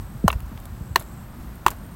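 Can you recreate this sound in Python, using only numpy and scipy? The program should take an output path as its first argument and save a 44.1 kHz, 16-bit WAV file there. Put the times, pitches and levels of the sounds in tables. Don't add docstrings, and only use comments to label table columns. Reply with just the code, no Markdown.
import sys
import numpy as np
from scipy import signal
from scipy.fft import rfft, irfft
from scipy.io import wavfile

SR = 44100
rng = np.random.default_rng(int(sys.argv[2]) if len(sys.argv) > 2 else 0)


def int16_out(signal):
    q = np.round(np.clip(np.atleast_2d(signal).T, -1, 1) * 32767)
    wavfile.write(sys.argv[1], SR, q.astype(np.int16))


N = 85995
T = np.arange(N) / SR

# frequency in Hz, level in dB per Hz.
RUMBLE_COLOUR = [(15, -24), (30, -8.5), (50, 8.5), (72, 3), (110, 1.5), (140, -3.5), (220, -43.5)]
# frequency in Hz, level in dB per Hz.
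DRONE_COLOUR = [(70, -10), (115, -2.5), (160, 0.5), (235, -2), (270, -9.5), (330, -9.5), (450, -22.5),
                (900, -40.5)]
# time in seconds, rumble in dB, drone in dB.
LOW_LEVELS = [(0, -33, -42.5), (.08, -41, -44), (.2, -34.5, -41.5), (.4, -38, -44.5), (.56, -36.5, -45),
              (.74, -36.5, -43.5), (.98, -39, -40.5), (1.1, -39.5, -42), (1.3, -40.5, -45.5),
              (1.43, -39.5, -40.5), (1.55, -40, -43), (1.72, -37.5, -43.5), (1.95, -44, -41)]
LOW_SWAY_DB = 0.9
# frequency in Hz, level in dB per Hz.
AIR_COLOUR = [(100, -31.5), (450, 2.5), (700, 5), (1150, 4), (1600, 0), (2300, -8), (4000, -14),
              (6000, -20), (8500, -16.5), (10300, -27.5), (12500, -8), (15000, -17.5), (16500, -11)]
# time in seconds, level in dB.
AIR_LEVELS = [(0, -48.5), (.3, -50.5), (.5, -48), (.8, -50), (1.1, -49.5), (1.4, -48.5), (1.95, -49)]

# time in seconds, mid-chirp pitch in Hz, level in dB.
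TRILL_CURVE = [(0, 8200, -54.5), (.26, 8200, -56), (.32, 8100, -78), (0.579, 7720, -80), (.68, 7800, -63),
               (.9, 7830, -54), (1.049, 7720, -54), (1.24, 7700, -56.5), (1.28, 7900, -82)]
# time in seconds, chirps per second, fall within a chirp in Hz.
CHIRP_PACE = [(0, 53, 1150), (.9, 53, 1400), (1.05, 88, 1900), (1.25, 92, 1900)]
# time in seconds, pitch in Hz, level in dB.
FAR_INSECT_CURVE = [(0, 8350, -79), (1.199, 8400, -65), (1.6, 8650, -71), (1.95, 8650, -61)]
CHIRP_WAVER_HZ, FAR_WAVER_HZ, FAR_FLUTTER_DB = 60, 176, 5

# start in seconds, level in dB, start pitch in Hz, end pitch in Hz, swell in seconds.
MIC_BUMPS = [(0.148, -29.5, 145, 88, 0.0095), (0.2406, -9.5, 231.5, 130, 0.0071),
             (0.2395, -22, 428, 270, 0.0029), (0.256, -11, 94, 60.6, 0.0054), (0.286, -21, 69, 56.5, 0.013),
             (0.351, -16.5, 80, 45, 0.0078), (0.423, -29, 61, 45, 0.012), (0.515, -32, 296, 89.4, 0.0074),
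             (0.809, -21, 152, 45, 0.0037), (0.818, -24.5, 69, 49.7, 0.0074),
             (0.9075, -22.5, 125, 35, 0.0065)]
# frequency in Hz, level in dB per Hz.
SCUFF_COLOUR = [(60, 9), (200, 0.5), (450, -11.5), (700, -16), (1200, -51)]
BUMP_SHAPE, BUMP_GLIDE_S, BUMP_SCUFF_DB = 1.52, 0.017, -17

DUST_FROM_DB, DUST_DELAY_S, DUST_FALL_S = -10, 0.042, 0.082
DUST_PER_S = 47
DUST_DB, DUST_T60_S = -51, 0.0031

# start in seconds, level in dB, fine part relative to the coarse in dB.
CRUMB_LANDINGS = [(0.316, -57, 21), (0.4046, -54, 5), (0.5762, -44.5, -8), (0.6013, -61, 13),
                  (0.6552, -46, 8), (0.9960, -47, 11.5), (1.0010, -51.5, 14.5), (1.008, -46, 0),
                  (1.0237, -56.5, 15), (1.556, -66.5, 17.5), (1.7052, -51.5, 21), (1.7115, -55.5, 18)]
# frequency in Hz, level in dB per Hz.
FINE_CRUMB_COLOUR = [(1000, -3.5), (4000, -30.5), (7000, -5.5), (10000, -7.5), (12500, -0.5),
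                     (16000, -10.5)]
CRUMB_HOLD_S, CRUMB_T60_S = 0.00064, 0.018
CRUMB_SNAP_DB, CRUMB_SNAP_T60_S = 4.5, 0.0018

# start in seconds, air pop in dB, pop pitch in Hz,
# pop swell in seconds, sole ring in dB, hardness in dB per octave, highest ringing in Hz,
# mud crack in dB, gritty crunch in dB, clack in dB, clack pitch in Hz.
SOLE_CONTACTS = [(0.2797, 2, 1001, 0.0012, -27.5, 4.5, 3540, -18.5, -33, -22, 3016),
                 (0.2824, -4.5, 980, 0.00129, -34, -6, 3370, -37.5, -44, -11, 686),
                 (0.3023, -17, 1160, 0.0019, -32.5, -0.5, 3400, -50, -22, -20.5, 2693),
                 (0.3276, -30, 1230, 0.0019, -33, -1, 2980, -32.5, -47, -28.5, 2700),
                 (0.9588, -6, 1019, 0.0027, -11.5, -1, 5300, -15.5, -19.5, -16.5, 4175),
                 (1.6637, 0, 970, 0.0022, -13.5, -3, 3310, -17.5, -17, -16.5, 1400),
                 (1.6814, -16.5, 1050, 0.0022, -27, -3.5, 3600, -25.5, -25, -38, 2840)]
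# frequency in Hz, level in dB, 60 dB decay in seconds.
SOLE_MODES = [(372, -8, 0.043), (694, -9, 0.034), (1375, 16, 0.0048), (1570, -14, 0.05), (1822, 6, 0.02),
              (2645, -5.5, 0.015), (2920, 2.5, 0.015), (4020, 4, 0.011), (4610, -20, 0.0053)]
# frequency in Hz, level in dB per Hz.
CRACK_COLOUR = [(300, -54), (1000, 25.5), (3000, -4), (5000, 1.5), (8500, 2.5), (10300, -2), (12300, 3),
                (14500, -4), (16500, -6)]
# frequency in Hz, level in dB per Hz.
CRUNCH_COLOUR = [(500, -7), (1500, -9.5), (2300, 0), (2800, -7), (3500, 1), (4300, -2.5), (5000, -16),
                 (8000, -32), (16000, -42)]
POP_SHAPE, POP_SAG = 4.9, 0.069
CONTACT_S = 0.00056
BODY_HZ, BODY_DB, BODY_T60_S = 165, -20, 0.12
CLACK_SWELL_S = 0.0012
CRACK_HOLD_S, CRACK_T60_S, CRACK_GRAIN_DB = 0.0023, 0.012, 1.5
CRACK_SNAP_DB, CRACK_SNAP_T60_S = -1.5, 0.029
CRUNCH_HOLD_S, CRUNCH_T60_S = 0.0019, 0.014

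# frequency in Hz, level in dB per Hz.
SCATTER_COLOUR = [(200, -5), (500, 5), (1200, 5.5), (2200, -4), (3200, -3), (5000, -12), (10000, -15),
                  (13000, -12), (16000, -6)]
SCATTER_DB, SCATTER_T60_S = -18, 0.089
ECHO_DB, ECHO_S, ECHO_T60_S = -27.5, 0.049, 0.07
CUTOFF_HZ = 15900


def from_db(db):
    return 10 ** (np.asarray(db) / 20)


def in_time(rows):
    s, *columns = np.transpose(rows)
    return [np.interp(T, s, column) for column in columns]


def noise(colour):
    hz, db = np.transpose(colour)
    f = np.maximum(np.fft.rfftfreq(N, 1 / SR), 1)
    gain = from_db(np.interp(np.log(f), np.log(hz), db))
    x = irfft(rfft(rng.standard_normal(N)) * gain, N)
    return x / x.std()


def drift(rate):
    return np.interp(T * rate, np.arange(4000), rng.standard_normal(4000))


def burst(start, hold, t60):
    return (T >= start) * from_db(-60 * np.maximum(T - start - hold, 0) / t60)


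def swell(age, peak_s, shape):
    u = age / peak_s
    return (u * np.exp(1 - u)) ** shape


def sine(hz, age):
    return np.sin(2 * np.pi * np.cumsum(hz * (age > 0)) / SR)


def background():
    rumble_db, drone_db = in_time(LOW_LEVELS)
    air_db, = in_time(AIR_LEVELS)
    low = from_db(rumble_db) * noise(RUMBLE_COLOUR) + from_db(drone_db) * noise(DRONE_COLOUR)
    sway = from_db(LOW_SWAY_DB * drift(15))
    return sway * low + from_db(air_db) * noise(AIR_COLOUR)


def far_insect():
    hz, db = in_time(FAR_INSECT_CURVE)
    level = from_db(db + FAR_FLUTTER_DB * drift(100))
    return level * sine(hz + FAR_WAVER_HZ * drift(1300), T)


def grass_trill():
    hz, db = in_time(TRILL_CURVE)
    rate, fall_hz = in_time(CHIRP_PACE)
    cycle = (np.cumsum(rate) / SR + 0.054 * drift(17)) % 1
    pitch = hz - fall_hz * (cycle - 0.5) + CHIRP_WAVER_HZ * drift(1000)
    return from_db(db) * np.sin(np.pi * cycle) ** 2 * sine(pitch, T)


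def bumps():
    out = np.zeros(N)
    scuff = from_db(BUMP_SCUFF_DB) * noise(SCUFF_COLOUR)
    for s, db, start_hz, end_hz, swell_s in MIC_BUMPS:
        age = np.maximum(T - s, 0)
        pitch = end_hz + (start_hz - end_hz) * np.exp(-age / BUMP_GLIDE_S)
        out += from_db(db) * swell(age, swell_s, BUMP_SHAPE) * (scuff - sine(pitch, age))
    return out


def field(near):
    def tail(delay_s, t60):
        spread = burst(delay_s, 0, t60) ** 2
        energy = signal.fftconvolve(near ** 2, spread / spread.sum())[:N]
        return np.sqrt(np.maximum(energy, 0))
    scatter = from_db(SCATTER_DB) * tail(0.001, SCATTER_T60_S) * noise(SCATTER_COLOUR)
    echo = from_db(ECHO_DB) * tail(ECHO_S, ECHO_T60_S) * noise(AIR_COLOUR)
    return scatter + echo


def dust():
    falling = np.zeros(N)
    for s, pop_db, *_ in SOLE_CONTACTS:
        if pop_db > DUST_FROM_DB:
            falling += swell(np.maximum(T - s - DUST_DELAY_S, 0), DUST_FALL_S, 0.71)
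    landings = (rng.random(N) < DUST_PER_S * falling / SR) * rng.uniform(1, 2.3, N)
    decay_per_sample = from_db(-60 / (DUST_T60_S * SR))
    envelope = signal.lfilter([1], [1, -decay_per_sample], landings + 1e-18)
    return from_db(DUST_DB) * noise(FINE_CRUMB_COLOUR) * envelope


def crumbs(grain_db=3):
    coarse, fine = noise(CRUNCH_COLOUR), noise(FINE_CRUMB_COLOUR)
    grain = from_db(grain_db * drift(1000))
    out = np.zeros(N)
    for s, db, fine_db in CRUMB_LANDINGS:
        body = grain * burst(s, CRUMB_HOLD_S, CRUMB_T60_S)
        snap = from_db(CRUMB_SNAP_DB) * burst(s, 0, CRUMB_SNAP_T60_S)
        out += from_db(db) * (coarse + from_db(fine_db) * fine) * (body + snap)
    return out


def air_pop(age, db, hz, swell_s):
    early = np.minimum(age, 0.1)
    pitch = hz * np.exp(-POP_SAG * (early / swell_s - 1))
    return from_db(db) * swell(early, swell_s, POP_SHAPE) * sine(pitch, age)


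def sole_ring(age, ring_db, hardness_db, pivot_hz):
    early = np.minimum(age, 0.1)
    closing = 1 - np.exp(-age / CONTACT_S)
    out = np.zeros(N)
    for k, (hz, db, t60) in enumerate(SOLE_MODES):
        mode_db = ring_db + db + hardness_db * np.log2(hz / pivot_hz)
        out += (-1) ** k * from_db(mode_db - 60 * early / t60) * closing * sine(hz, age)
    return out


def body_flex(age, ring_db):
    return from_db(ring_db + BODY_DB - 60 * age / BODY_T60_S) * sine(BODY_HZ, age)


def clack(age, db, hz):
    return from_db(db) * swell(np.minimum(age, 0.1), CLACK_SWELL_S, 0.75) * sine(hz, age)


def sandals():
    out, crunch = np.zeros(N), noise(CRUNCH_COLOUR)
    crack = noise(CRACK_COLOUR) * from_db(CRACK_GRAIN_DB * drift(2000))
    for (s, pop_db, pop_hz, swell_s, ring_db, hardness_db, top_hz,
         crack_db, crunch_db, clack_db, clack_hz) in SOLE_CONTACTS:
        age = np.maximum(T - s, 0)
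        out += air_pop(age, pop_db, pop_hz, swell_s)
        sole = sole_ring(age, ring_db, hardness_db, pop_hz)
        sole += from_db(crunch_db) * crunch * burst(s, CRUNCH_HOLD_S, CRUNCH_T60_S)
        dull = signal.butter(6, top_hz, fs=SR, output="sos")
        out += signal.sosfilt(dull, sole + 1e-18)
        out += body_flex(age, ring_db)
        out += clack(age, clack_db, clack_hz)
        snap = from_db(CRACK_SNAP_DB) * burst(s, 0, CRACK_SNAP_T60_S)
        out += from_db(crack_db) * crack * (burst(s, CRACK_HOLD_S, CRACK_T60_S) + snap)
    return out


def scene():
    near = sandals() + crumbs()
    insects = grass_trill() + far_insect()
    return (background() + insects + bumps() + field(near) + dust() + near)[None]


def record(dry):
    rounded = dry / (1 + (dry / 1.1) ** 6) ** (1 / 6)
    top_cut = signal.ellip(10, 0.2, 80, CUTOFF_HZ, fs=SR, output="sos")
    return signal.sosfilt(top_cut, rounded)


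dry = scene()
out = record(dry)
int16_out(out)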